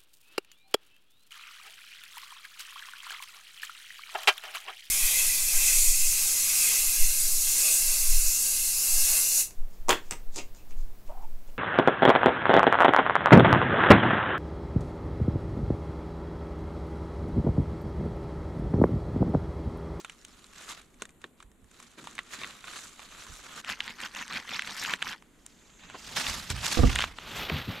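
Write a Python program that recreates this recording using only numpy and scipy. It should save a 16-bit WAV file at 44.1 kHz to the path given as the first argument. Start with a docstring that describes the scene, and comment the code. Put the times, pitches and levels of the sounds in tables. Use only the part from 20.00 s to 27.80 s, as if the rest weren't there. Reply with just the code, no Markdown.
"""In a quiet forest, a man peels a sheet of bark off a fallen log, then scores it with short knife strokes.
Tearing and rasping are clouds of tiny ringing fractures shaped by effort; snaps are sharp fronts with short rings.
A small bird sings faintly in gliding sine notes over a filtered-noise murmur of air.
A dog trots up through leaves of crushed grains and breaks twigs, bumps heavily near the microphone
and brushes under the log; low noise bands make the thuds and decaying sines the hard bumps."""
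import sys
import numpy as np
from scipy import signal
from scipy.fft import rfft, irfft
from scipy.io import wavfile
from scipy.ndimage import map_coordinates

SR = 44100
rng = np.random.default_rng(int(sys.argv[2]) if len(sys.argv) > 2 else 0)


def unload_wav(signal):
    """Save mono or channel-first audio to the path in sys.argv[1] as 16-bit WAV at rate SR, clipped to [-1, 1]."""
    wavfile.write(
        sys.argv[1],
        SR,
        np.round(np.clip(np.atleast_2d(signal).T, -1, 1) * 32767).astype(np.int16),
    )


N = 343968

# leaves stirred as the dog comes nearer: (time [s], crunch [dB], fizz [dB])
LEAF_STIR = [(5.2, -74, -92), (5.5, -68.5, -69.5), (5.77, -61, -76), (5.92, -50.5, -71), (6.0, -55, -56),
             (6.1, -45.5, -48), (6.35, -42, -42.5), (6.47, -48, -50.5), (6.85, -39, -43.5),
             (7.02, -39, -44.5), (7.13, -52.5, -63), (7.4, -73, -48)]
# the dog brushing under the log: (time [s], crunch [dB], fizz [dB])
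COAT_BRUSH = [(7.198, -51, -72), (7.32, -40.5, -57), (7.42, -35.5, -46.5), (7.48, -40.5, -55),
              (7.572, -35, -51), (7.66, -47, -60), (7.71, -41, -54), (7.8, -43, -59)]


def from_db(db):
    """Decibels to gain."""
    return 10 ** (np.asarray(db) / 20)


def unit(x):
    """Scales to rms 1."""
    return x / np.sqrt(np.mean(x ** 2) + 1e-20)


def read(points, hz):
    """Reads a table on a log-frequency axis."""
    f, value = np.transpose(points)
    return np.interp(np.log(hz + 1), np.log(f + 1), value)


def level_curve(s, db):
    """Gain over the whole scene from levels in dB at times s, all but silent outside them."""
    return from_db(np.interp(np.arange(N) / SR, s, db, -120, -120))


def add(mix, s, sound):
    """Adds a sound to the mix at time s."""
    part = mix[..., max(round(s * SR), 0):][..., :sound.shape[-1]]
    part += sound[..., :part.shape[-1]]


def band(x, lo_hz, hi_hz, order=2):
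    """Causal band-pass."""
    edges = np.clip([lo_hz, max(hi_hz, lo_hz * 1.1)], 5, SR / 2 - 100)
    return signal.sosfilt(signal.butter(order, edges, "band", fs=SR, output="sos"), x)


def colour(x, tone):
    """Minimum-phase filter with the given spectrum, so that clicks keep their sharp fronts."""
    hz = abs(np.fft.fftfreq(2048, 1 / SR))
    log_gain = np.log(from_db(np.maximum(read(tone, hz), -90)))
    # the Hilbert transform of the log gain gives the minimum phase
    taps = np.fft.ifft(np.exp(np.conj(signal.hilbert(log_gain)))).real
    return signal.oaconvolve(x, taps[None], axes=1)[:, :N]


def wander(rate_hz):
    """Random drift of rms 1 through rate_hz random points a second."""
    knots = rng.standard_normal(N // 16)
    return unit(np.interp(np.arange(N) * rate_hz / SR, np.arange(len(knots)), knots))


def ports(pair, width_db):
    """Turns a direct and a scattered signal into left and right, their spread set by frequency."""
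    # stereo width before width_db is added: (frequency [Hz], side against mid [dB])
    side_tilt = [(1300, -18.5), (3000, -13), (8000, -16.5), (10500, -12), (12200, -6), (15000, -12)]
    gain = from_db(width_db + read(side_tilt, np.fft.rfftfreq(N, 1 / SR)))
    side = irfft(rfft(pair[1]) * gain, N)
    return np.array([pair[0] + side, pair[0] - side])


def patchy(x, depth_db, per_s):
    """The point of contact keeps shifting, so resonances about a seventh of an octave wide come and go."""
    hz, t, spectrum = signal.stft(x, SR, nperseg=256)
    places = np.meshgrid(7 * np.log2(1 + hz / 700), t * per_s, indexing="ij")
    field = unit(map_coordinates(rng.standard_normal((40, 1024)), places, order=1, mode="wrap"))
    return signal.istft(spectrum * from_db(depth_db * field), SR, nperseg=256)[1][:, :N]


def fibres(per_s, spread_db, clump_db, hiss_db, patch_db):
    """Tiny fractures in clumps, each ringing a few cycles at its own size and pitch, over a fine sliding hiss."""
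    grain_width = 1.42  # a grain's band reaches this factor above and below its pitch
    out = np.zeros((2, N))
    count = int(per_s * N / SR / 12)
    for hz in np.geomspace(700, 13000, num=12):
        when, chance, scatter, sign = rng.random((count, 4)).T
        size_db = spread_db * np.minimum(-np.log(1 - chance), 3)
        size = from_db(size_db) * np.sign(sign - .5)
        clicks = np.zeros((2, N))
        clicks[:, (when * N).astype(int)] = size, size * np.sign(scatter - .5)
        out += band(clicks, hz / grain_width, hz * grain_width, order=2) * hz ** -.15
    grains = unit(out) + from_db(hiss_db) * rng.standard_normal((2, N))
    clumps = from_db(clump_db * wander(130))
    return patchy(grains, patch_db, per_s=80) * clumps


def motion(rows, end, fizz_db, run_out, slowest_db):
    """Moves speed up in a bell, slow over run_out times their length and drag faintly around it."""
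    # takes rows that start (time, effort dB, length), returns rows (time, crunch dB, fizz dB)
    t = np.arange(0, end, .004)
    s, effort_db, length = np.transpose(rows)[:3, :, None]
    u = (t - s) / np.maximum(length * np.where(t < s, 1, run_out), .003)
    speed = np.exp(-u ** 2 / 2) + from_db(slowest_db) * np.exp(-abs(u) / 2)
    columns = [t]
    for db in (effort_db, effort_db + fizz_db):
        power = np.sum((from_db(db) * speed) ** 2, axis=0)
        columns.append(10 * np.log10(power + 1e-12))
    return np.column_stack(columns)


def rub(effort, grains, tone, width_db):
    """Grains take the colour of the material; one effort curve sets the crunch, another the fizz above it."""
    s, crunch_db, fizz_db = np.transpose(effort)
    sound = colour(grains, tone)
    treble = 1 / (1 + (4500 / (np.fft.rfftfreq(N, 1 / SR) + 1)) ** 8)  # steep split at 4500 Hz
    fizz = irfft(rfft(sound) * treble, N)
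    out = np.zeros((2, N))
    for part, db in ((sound - fizz, crunch_db), (fizz, fizz_db)):
        loudness = np.std(band(part[0], 700, 14000))
        out += part / loudness * level_curve(s, db)
    return ports(out, width_db)


def cracks(rows, ring, body_db, shell_db, chatter_db, chatter_t60, tail_db, lead_in_db, width_db):
    """A faint noise rises just before each crack, then a sharp front sets off a short ring and chatter."""
    # dry ring that all cracks share, before shell_db: (frequency [Hz], level [dB], 60 dB decay [s])
    shared_ring = [(1106, -4.5, 0.028), (2420, -3.5, 0.0083), (3570, -0.5, 0.015)]
    typical_hz, follow = 2200, 0.2  # usual centre of a front, and its share of the crack's own pitch
    lead = 512  # samples of rising noise ahead of the front
    t = np.arange(-lead, 8 * lead) / SR
    out = np.zeros((2, N))

    def dying(t60):
        """Decay by 60 dB in t60 seconds, from the front on."""
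        return from_db(-60 * abs(t) / max(t60, .001)) * (t >= 0)

    shell = sum(from_db(shell_db + db) * np.sin(2 * np.pi * hz * t) * dying(t60)
                for hz, db, t60 in shared_ring)
    lead_in = from_db(lead_in_db) * np.exp(-abs(t) / .002) * (t < 0)
    chatter_fade = from_db(chatter_db) * dying(chatter_t60) + from_db(tail_db) * dying(0.059) + lead_in
    splinter_fade = dying(ring * 1.38) + 0.023 * dying(0.0094) + lead_in
    for s, db, hz, splinter_db in rows:
        noise = rng.standard_normal((2, 2, len(t)))
        centre = typical_hz * (hz / typical_hz) ** follow
        front = band(1. * (t == 0), centre / 1.79, centre * 1.62, order=4)
        body = (np.sin(2 * np.pi * hz * t) * dying(ring) + shell) * np.clip(2 * hz * t, 0, 1)
        crack = front / abs(front).max() + from_db(body_db) * body
        # the scattered signal is a quarter cycle out of step
        crack = np.array([crack, np.imag(signal.hilbert(crack))]) / abs(crack).max()
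        crack += unit(band(noise[0], centre / 2.18, centre * 1.72, order=4)) * chatter_fade
        crack += from_db(splinter_db) * unit(band(noise[1], 5800, 9140, order=3)) * splinter_fade
        add(out, s + t[0], from_db(db) * crack)
    return ports(out, width_db)


def shudder(hz, length, spread, rise, fall):
    """A low noise band around hz that swells, holds for about length seconds and dies away."""
    t = np.arange(SR) / SR
    swell = (1 - np.exp(-t / rise)) / (1 + (t / abs(length)) ** fall)
    mid, side = band(rng.standard_normal((2, len(t))), hz / spread, hz * spread, order=2) * swell
    loudness = np.sqrt(np.sum(mid ** 2) / (abs(length) * SR))
    return np.array([mid + 0.05 * side, mid - 0.023 * side]) / loudness


def forest(width_db):
    """Still air among the trees: noise coloured to a low murmur of wind and a faint hiss, gently swaying."""
    # spectrum of the air: (frequency [Hz], relative level [dB])
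    air_tone = [(15, -7), (28, 4.5), (110, -10.5), (230, -2.5), (420, -9.5), (600, -16.5), (1500, -21),
                (4000, -30), (5300, -48), (7200, -24.5), (10500, -30.5), (12300, -31), (15500, -52)]
    sway = from_db(.7 * wander(6))
    air = unit(colour(rng.standard_normal((2, N)), air_tone))
    return from_db(-62) * ports(air, width_db) * sway


def bird(dip_hz, sag_hz, settle_notes):
    """A far, thin song of repeated sine notes that dip and rise again; each phrase sinks and settles."""
    # phrases: (first note's middle [s], note rate [1/s], first note's lowest pitch [Hz], level [dB],
    # note length [s])
    phrases = [(.017, 10.6, 5720, -66.5, .052), (3.123, 11.7, 6080, -56.5, .036)]
    # how many notes each phrase has: (notes of the first, notes of the second)
    phrase_notes = (4, 6)
    out = np.zeros(N)
    for (s, per_s, hz, db, note_s), count in zip(phrases, phrase_notes):
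        u = np.linspace(-1, 1, int(note_s * SR))
        for k in range(count):
            pitch = hz - sag_hz * (1 - np.exp(-k / settle_notes)) + dip_hz * u ** 2
            note = np.sqrt(1 - u ** 2) * np.sin(2 * np.pi * np.cumsum(pitch) / SR)
            add(out, s + k / per_s - note_s / 2, from_db(db) * note)
    return out


def thin_hiss(s, length, db, low_hz, high_hz):
    """A thin, high band of noise swells and fades in the pause after the cutting."""
    swell = np.exp(-((np.arange(N) / SR - s) / length) ** 2 / 2)
    hiss = unit(band(rng.standard_normal((2, N)), low_hz, high_hz, order=3))
    return from_db(db) * swell * ports(hiss, 3.5)


def thuds():
    """Soft heavy contacts of feet and of the dog: low noise bands that swell fast and die away."""
    # contacts: (time [s], level [dB], pitch [Hz], left against right [dB], length [s])
    contacts = [(1.44, -55.5, 45.3, -4, 0.06), (1.615, -57, 45, -7, 0.029), (3.291, -47, 42.8, -6, 0.034),
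                (6.266, -43, 50, -5, 0.068), (6.503, -35, 77.6, -5.5, 0.074), (6.769, -18, 42.5, -2, 0.081),
                (6.822, -24.5, 122, 0, 0.052), (7.516, -29, 123, 1.5, 0.043), (7.673, -31.5, 129, 1, 0.03)]
    out = np.zeros((2, N))
    for s, db, hz, pan_db, length in contacts:
        gain = from_db(db + np.array([[pan_db], [-pan_db]]) / 2)
        add(out, s, gain * shudder(hz, length, spread=1.55, rise=0.002, fall=2.8))
    return out


def short_knocks():
    """Short knocks: brief noise bands around a low pitch, under snaps and under the dog's thud."""
    # knocks: (time [s], level [dB], pitch [Hz])
    knocks = [(1.019, -42, 282), (1.241, -45.5, 232), (4.933, -40, 223), (5.944, -38, 610),
              (6.503, -38.5, 218), (7.499, -31.5, 357), (7.703, -43, 620)]
    out = np.zeros((2, N))
    for s, db, hz in knocks:
        add(out, s, from_db(db) * shudder(hz, length=0.007, spread=1.86, rise=0.0008, fall=2.05))
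    return out


def sheet_flexes():
    """The loose sheet of bark groans low as it bends: a noise band that dies slowly."""
    # bends: (time [s], level [dB])
    bends = [(1.973, -51.5), (2.382, -54)]
    out = np.zeros((2, N))
    for s, db in bends:
        add(out, s, from_db(db) * shudder(hz=227, length=0.073, spread=1.6, rise=0.002, fall=1.7))
    return out


def bumps(left_db):
    """Hard knocks ring the microphone's support in decaying sines, mostly on the right."""
    # hard bumps: (time [s], level [dB])
    hits = [(6.773, -11.5), (6.791, -6.5), (6.834, -5.5), (6.839, -3.5)]
    # ringing modes of the support: (frequency [Hz], relative level [dB], 60 dB decay [s])
    modes = [(70.7, 3, 0.4), (147, 1.5, 0.15), (254.3, 1.5, 0.19), (313, 5, 0.079), (480, 4, 0.074),
             (686, -2, 0.065), (1170, -3.5, 0.031)]
    out, t = np.zeros(N), np.arange(SR // 3) / SR
    ring = sum(from_db(db - 60 * t / t60) * np.sin(2 * np.pi * hz * t) for hz, db, t60 in modes)
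    for s, db in hits:
        add(out, s, from_db(db) * ring / abs(ring).max())
    return out * from_db([[left_db], [0]])


def tread(low_hz, high_hz, db):
    """The dog's weight rumbles in the ground: low noise in step with the stirred leaves and the brushing."""
    stir = sum(level_curve(*np.transpose(curve)[:2]) for curve in (LEAF_STIR, COAT_BRUSH))
    rumble = unit(band(rng.standard_normal((2, N)), low_hz, high_hz, order=2))
    return from_db(db) * stir * ports(rumble, 0)


def dog():
    """Paws crush leaves that settle slowly, twigs break, the coat brushes under the log and the ground rumbles."""
    # paws landing in dry leaves: (time [s], effort [dB], length [s])
    paws = [(6.172, -33.5, 0.009), (6.264, -37, 0.0095), (6.506, -36, 0.0025), (6.642, -35, 0.01),
            (6.725, -35.5, 0.011)]
    # twigs breaking under the dog: (time [s], level [dB], pitch [Hz], splinters against the crack [dB])
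    twig_breaks = [(5.9, -32, 1510, -11), (6.1655, -18.5, 3430, -8), (6.267, -18, 3630, -20),
                   (6.5026, -18.5, 3750, -3), (6.565, -27.5, 1780, -10), (6.6655, -16.5, 4100, -5),
                   (6.727, -16, 4230, -13), (6.9565, -22.5, 3300, 0), (6.96, -14.5, 1910, -19),
                   (6.9853, -25, 2800, -26), (6.989, -14, 2930, -15), (6.9938, -14, 1480, -29),
                   (7.0065, -15, 3120, -16), (7.0157, -15, 3270, -31), (7.0232, -12.5, 3000, -24),
                   (7.0407, -13, 1370, -33), (7.1866, -25, 1310, -28), (7.4991, -15, 2390, -35)]
    # spectrum of dry leaves: (frequency [Hz], relative level [dB])
    leaf_tone = [(88, -57), (150, 6.5), (225, 6.5), (381, -4), (1020, -0.5), (1570, 0.5), (3480, 0),
                 (7410, -9), (10700, -19.5), (12000, -17), (15500, -35)]
    # spectrum of the brushing coat: (frequency [Hz], relative level [dB])
    coat_tone = [(150, -79), (250, -3.5), (297, -6), (490, -7), (978, -10), (1270, -6.5), (1760, -9),
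                 (2900, -6), (3630, -7), (8470, -27), (10800, -31), (12200, -15), (15500, -30)]
    trotting = motion(paws, end=7.4, fizz_db=0.0, run_out=4.7, slowest_db=-34.0)
    crushed = fibres(per_s=3000, spread_db=2.5, clump_db=2.0, hiss_db=-2.5, patch_db=1.5)
    steps = rub(trotting, crushed, leaf_tone, width_db=7.5)
    loose = fibres(per_s=2600, spread_db=0.5, clump_db=2.0, hiss_db=3.5, patch_db=2.0)
    stirred = rub(LEAF_STIR, loose, leaf_tone, width_db=5.5)
    hairs = fibres(per_s=3800, spread_db=-2.5, clump_db=1.5, hiss_db=2.0, patch_db=0.4)
    brush = rub(COAT_BRUSH, hairs, coat_tone, width_db=-33)
    twigs = cracks(twig_breaks, ring=0.0047, body_db=7.5, shell_db=-31.0, chatter_db=-16.0,
                   chatter_t60=0.014, tail_db=-23, lead_in_db=-11, width_db=-0.5)
    leaves = (steps + stirred) * from_db([[-1], [1]])
    return leaves + brush + twigs + tread(low_hz=27.4, high_hz=178, db=-9.0)


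def strands(width_hz):
    """A strand's ring glides as its free length changes; tearing fibres keep it going."""
    # unzipping: (time [s], length [s], first pitch [Hz], last pitch [Hz], level [dB])
    glides = [(4.179, 0.039, 1400, 7100, -46), (4.339, 0.057, 3160, 1260, -43),
              (4.537, 0.035, 1900, 7260, -36.5), (4.757, 0.084, 3260, 8050, -44.5)]
    out = np.zeros((2, N))
    for s, length, first_hz, last_hz, db in glides:
        u = np.linspace(0, 1, int(length * SR))
        turn = np.exp(2j * np.pi * np.cumsum(first_hz * (last_hz / first_hz) ** u) / SR)
        kicks = rng.standard_normal((2, len(u))) ** 3  # cubing makes the noise spiky
        # shift the glide down to 0 Hz, keep a narrow band, shift it back
        lowpass = signal.butter(2, width_hz / 2, fs=SR, output="sos")
        ring = signal.sosfilt(lowpass, kicks / turn)
        add(out, s, from_db(db) * np.sin(np.pi * u) * unit((ring * turn).real))
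    return ports(out, 0)


def knife():
    """The blade rasps to and fro through the fibres, unzips strands and now and then breaks through."""
    # strokes: (fastest point [s], effort [dB], length [s], fizz against the effort [dB])
    strokes = [(3.712, -37.5, 0.031, -8), (3.878, -43, 0.059, -11), (4.045, -40, 0.036, -8),
               (4.202, -39.5, 0.041, -10), (4.364, -37.5, 0.044, -12.5), (4.543, -38.5, 0.047, -8),
               (4.703, -40.5, 0.054, -9), (4.829, -40, 0.061, -2), (4.913, -36.5, 0.047, -9),
               (5.092, -38, 0.049, -9.5)]
    # the blade stays in the cut and drags between strokes: same columns as the strokes
    drag = (4.5, -57, 0.45, -1.5)
    # the blade breaking through: (time [s], level [dB], pitch [Hz], splinters against the crack [dB])
    breaks = [(3.647, -28.5, 1420, -15.5), (3.6926, -22, 1540, -17), (3.699, -16.5, 1850, -23),
              (3.7207, -24, 1630, -28), (3.8054, -13.5, 2880, -29), (3.879, -23.5, 2100, -33),
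              (4.004, -26, 2030, -14), (4.061, -27, 1830, -26), (4.1495, -28.5, 1500, -8.5),
              (4.191, -27, 1540, -32), (4.28, -33, 1880, -7), (4.333, -27.5, 1600, -9.5),
              (4.3397, -25, 1750, -16), (4.493, -25, 1520, -28), (4.508, -28, 2470, -25),
              (4.5941, -12.5, 2100, -26), (4.622, -20, 2610, -16), (4.6744, -24, 1980, -13),
              (4.8495, -17, 1750, -30), (4.9374, -10, 1840, -23), (5.021, -20, 2200, -30),
              (5.0254, -11.5, 1700, -22), (5.224, -41, 970, -12), (5.464, -39, 3700, 4)]
    # spectrum of the rasp: (frequency [Hz], relative level [dB])
    rasp_tone = [(130, -5.5), (210, 4), (307, -5), (670, -12.5), (923, -5), (1750, -1), (2230, -2),
                 (3190, -5), (7100, -15.5), (10400, -28), (12200, -24), (15500, -43)]
    moves = [*strokes, drag]
    cutting = motion(moves, end=5.5, fizz_db=np.array(moves)[:, 3:], run_out=0.64, slowest_db=-18.0)
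    grit = fibres(per_s=2600, spread_db=5.0, clump_db=1.0, hiss_db=-4, patch_db=3.2)
    rasp = rub(cutting, grit, rasp_tone, width_db=3.5)
    snapping = cracks(breaks, ring=0.0072, body_db=-1.0, shell_db=-33, chatter_db=-18.5,
                      chatter_t60=0.02, tail_db=-53, lead_in_db=-19, width_db=3.5)
    return rasp + strands(width_hz=980) + snapping


def crumbs(pulling, level_db, follow, spread_db, low_hz, octaves, splinter_db):
    """Crumbs of bark tick off at random while it is peeled, louder under a hard pull; gives rows for cracks."""
    count = 36
    when, size, pitch = rng.random((count, 3)).T
    s = pulling[-1, 0] * (np.arange(count) + when) / count
    slack_db = np.interp(s, pulling[:, 0], pulling[:, 1] - pulling[:, 1].max())
    db = level_db + follow * slack_db - spread_db * size
    return np.column_stack([s, db, low_hz * 2 ** (octaves * pitch), np.full(count, splinter_db)])


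def peeling():
    """The sheet tears loose tug by tug; it snaps, and sheds crumbs."""
    # tugs at the bark: (fastest point [s], effort [dB], length [s], fizz against the effort [dB])
    pulls = [(-0.02, -53.5, 0.017, 5), (0.33, -65.5, 0.26, -1.5), (0.615, -54, 0.055, -2),
             (0.707, -46.5, 0.02, -2.5), (0.779, -55, 0.023, -5.5), (1.81, -62, 0.059, -1),
             (1.988, -48.5, 0.0052, -7.5), (2.055, -57.5, 0.061, -2.5), (2.333, -46.5, 0.014, -1.5),
             (2.43, -50, 0.084, -4.5), (2.72, -50.5, 0.054, -5), (2.795, -53, 0.072, 1.5),
             (3.03, -56.5, 0.038, -2), (3.22, -53, 0.091, -2.5), (3.36, -58, 0.029, 4.5),
             (3.5, -52, 0.069, -4.5), (3.578, -46, 0.015, -5)]
    # bark snapping in the hands: (time [s], level [dB], pitch [Hz], splinters against the crack [dB])
    snaps = [(0.0474, -28.5, 1390, -12.5), (0.0974, -30.5, 2920, -12.5), (0.2497, -35.5, 3020, -7.5),
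             (0.443, -40.5, 3970, -11), (1.0211, -26.5, 1420, -6.5), (1.054, -39, 1890, -6.5),
             (1.0923, -44.5, 2380, -9), (1.2412, -29, 1790, -21), (1.403, -36.5, 1170, -22),
             (1.426, -40.5, 1300, -12), (1.801, -39, 1220, -6), (1.826, -47, 1500, -0.5),
             (2.042, -37, 930, -11), (2.072, -27, 950, -20), (2.153, -44.5, 2190, 1.5),
             (2.181, -27, 2250, -22), (2.19, -20.5, 2020, -23.5), (2.416, -30, 2350, -22),
             (2.435, -21.5, 2700, -35), (2.445, -26, 2050, -31), (2.474, -39.5, 1350, -4),
             (2.642, -33, 1380, -24), (2.682, -33, 1520, -26), (2.994, -33, 850, -24)]
    # spectrum of tearing bark: (frequency [Hz], relative level [dB])
    bark_tone = [(150, -8), (600, -8), (850, -9), (1200, -0.5), (2000, -5), (3800, -6.5), (5200, -18),
                 (7300, -13.5), (8400, -21.5), (10500, -24.5), (12200, -28.5), (15500, -46)]
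    # a faint, duller crackle swells around every snap: length 0.021 s, 36 dB below the snap's level
    swells = [(s, db - 36, 0.021, -6) for s, db, _, _ in snaps]
    tugs = [*pulls, *swells]
    pulling = motion(tugs, end=3.62, fizz_db=np.array(tugs)[:, 3:], run_out=1.26, slowest_db=-9.5)
    torn = fibres(per_s=1300, spread_db=4, clump_db=1.5, hiss_db=4.0, patch_db=1.5)
    tearing = rub(pulling, torn, bark_tone, width_db=8.0)
    ticks = crumbs(pulling, level_db=-41.5, follow=0.32, spread_db=4, low_hz=1090, octaves=1.96,
                   splinter_db=-3.0)
    snapping = cracks([*snaps, *ticks], ring=0.014, body_db=0.5, shell_db=-8.0, chatter_db=-15.0,
                      chatter_t60=0.036, tail_db=-34, lead_in_db=-36, width_db=5.5)
    return tearing + snapping


def scene():
    """Peeling a little to the right, then cutting, then the dog, in the forest."""
    far = forest(width_db=10.0) + bird(dip_hz=1230, sag_hz=726, settle_notes=2.14)
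    far += thin_hiss(s=6.01, length=0.35, db=-61.0, low_hz=6060, high_hz=7600)
    low_contacts = thuds() + short_knocks() + sheet_flexes() + bumps(left_db=-18.0)
    bark = peeling() * from_db([[-.6], [.5]])
    return far + low_contacts + dog() + knife() + bark


def record(dry):
    """The right channel is a little stronger, the left brighter at the very top; steep limit at 15.9 kHz."""
    lowpass = signal.firwin(511, 15900, window=("kaiser", 9), fs=SR)
    top = band(dry, 11000, 16800, order=1)
    heard = dry * from_db([[-.2], [.2]]) + top * np.array([[.25], [-.25]])
    return signal.oaconvolve(heard, lowpass[None], "same")


dry = scene()
out = record(dry)
unload_wav(out)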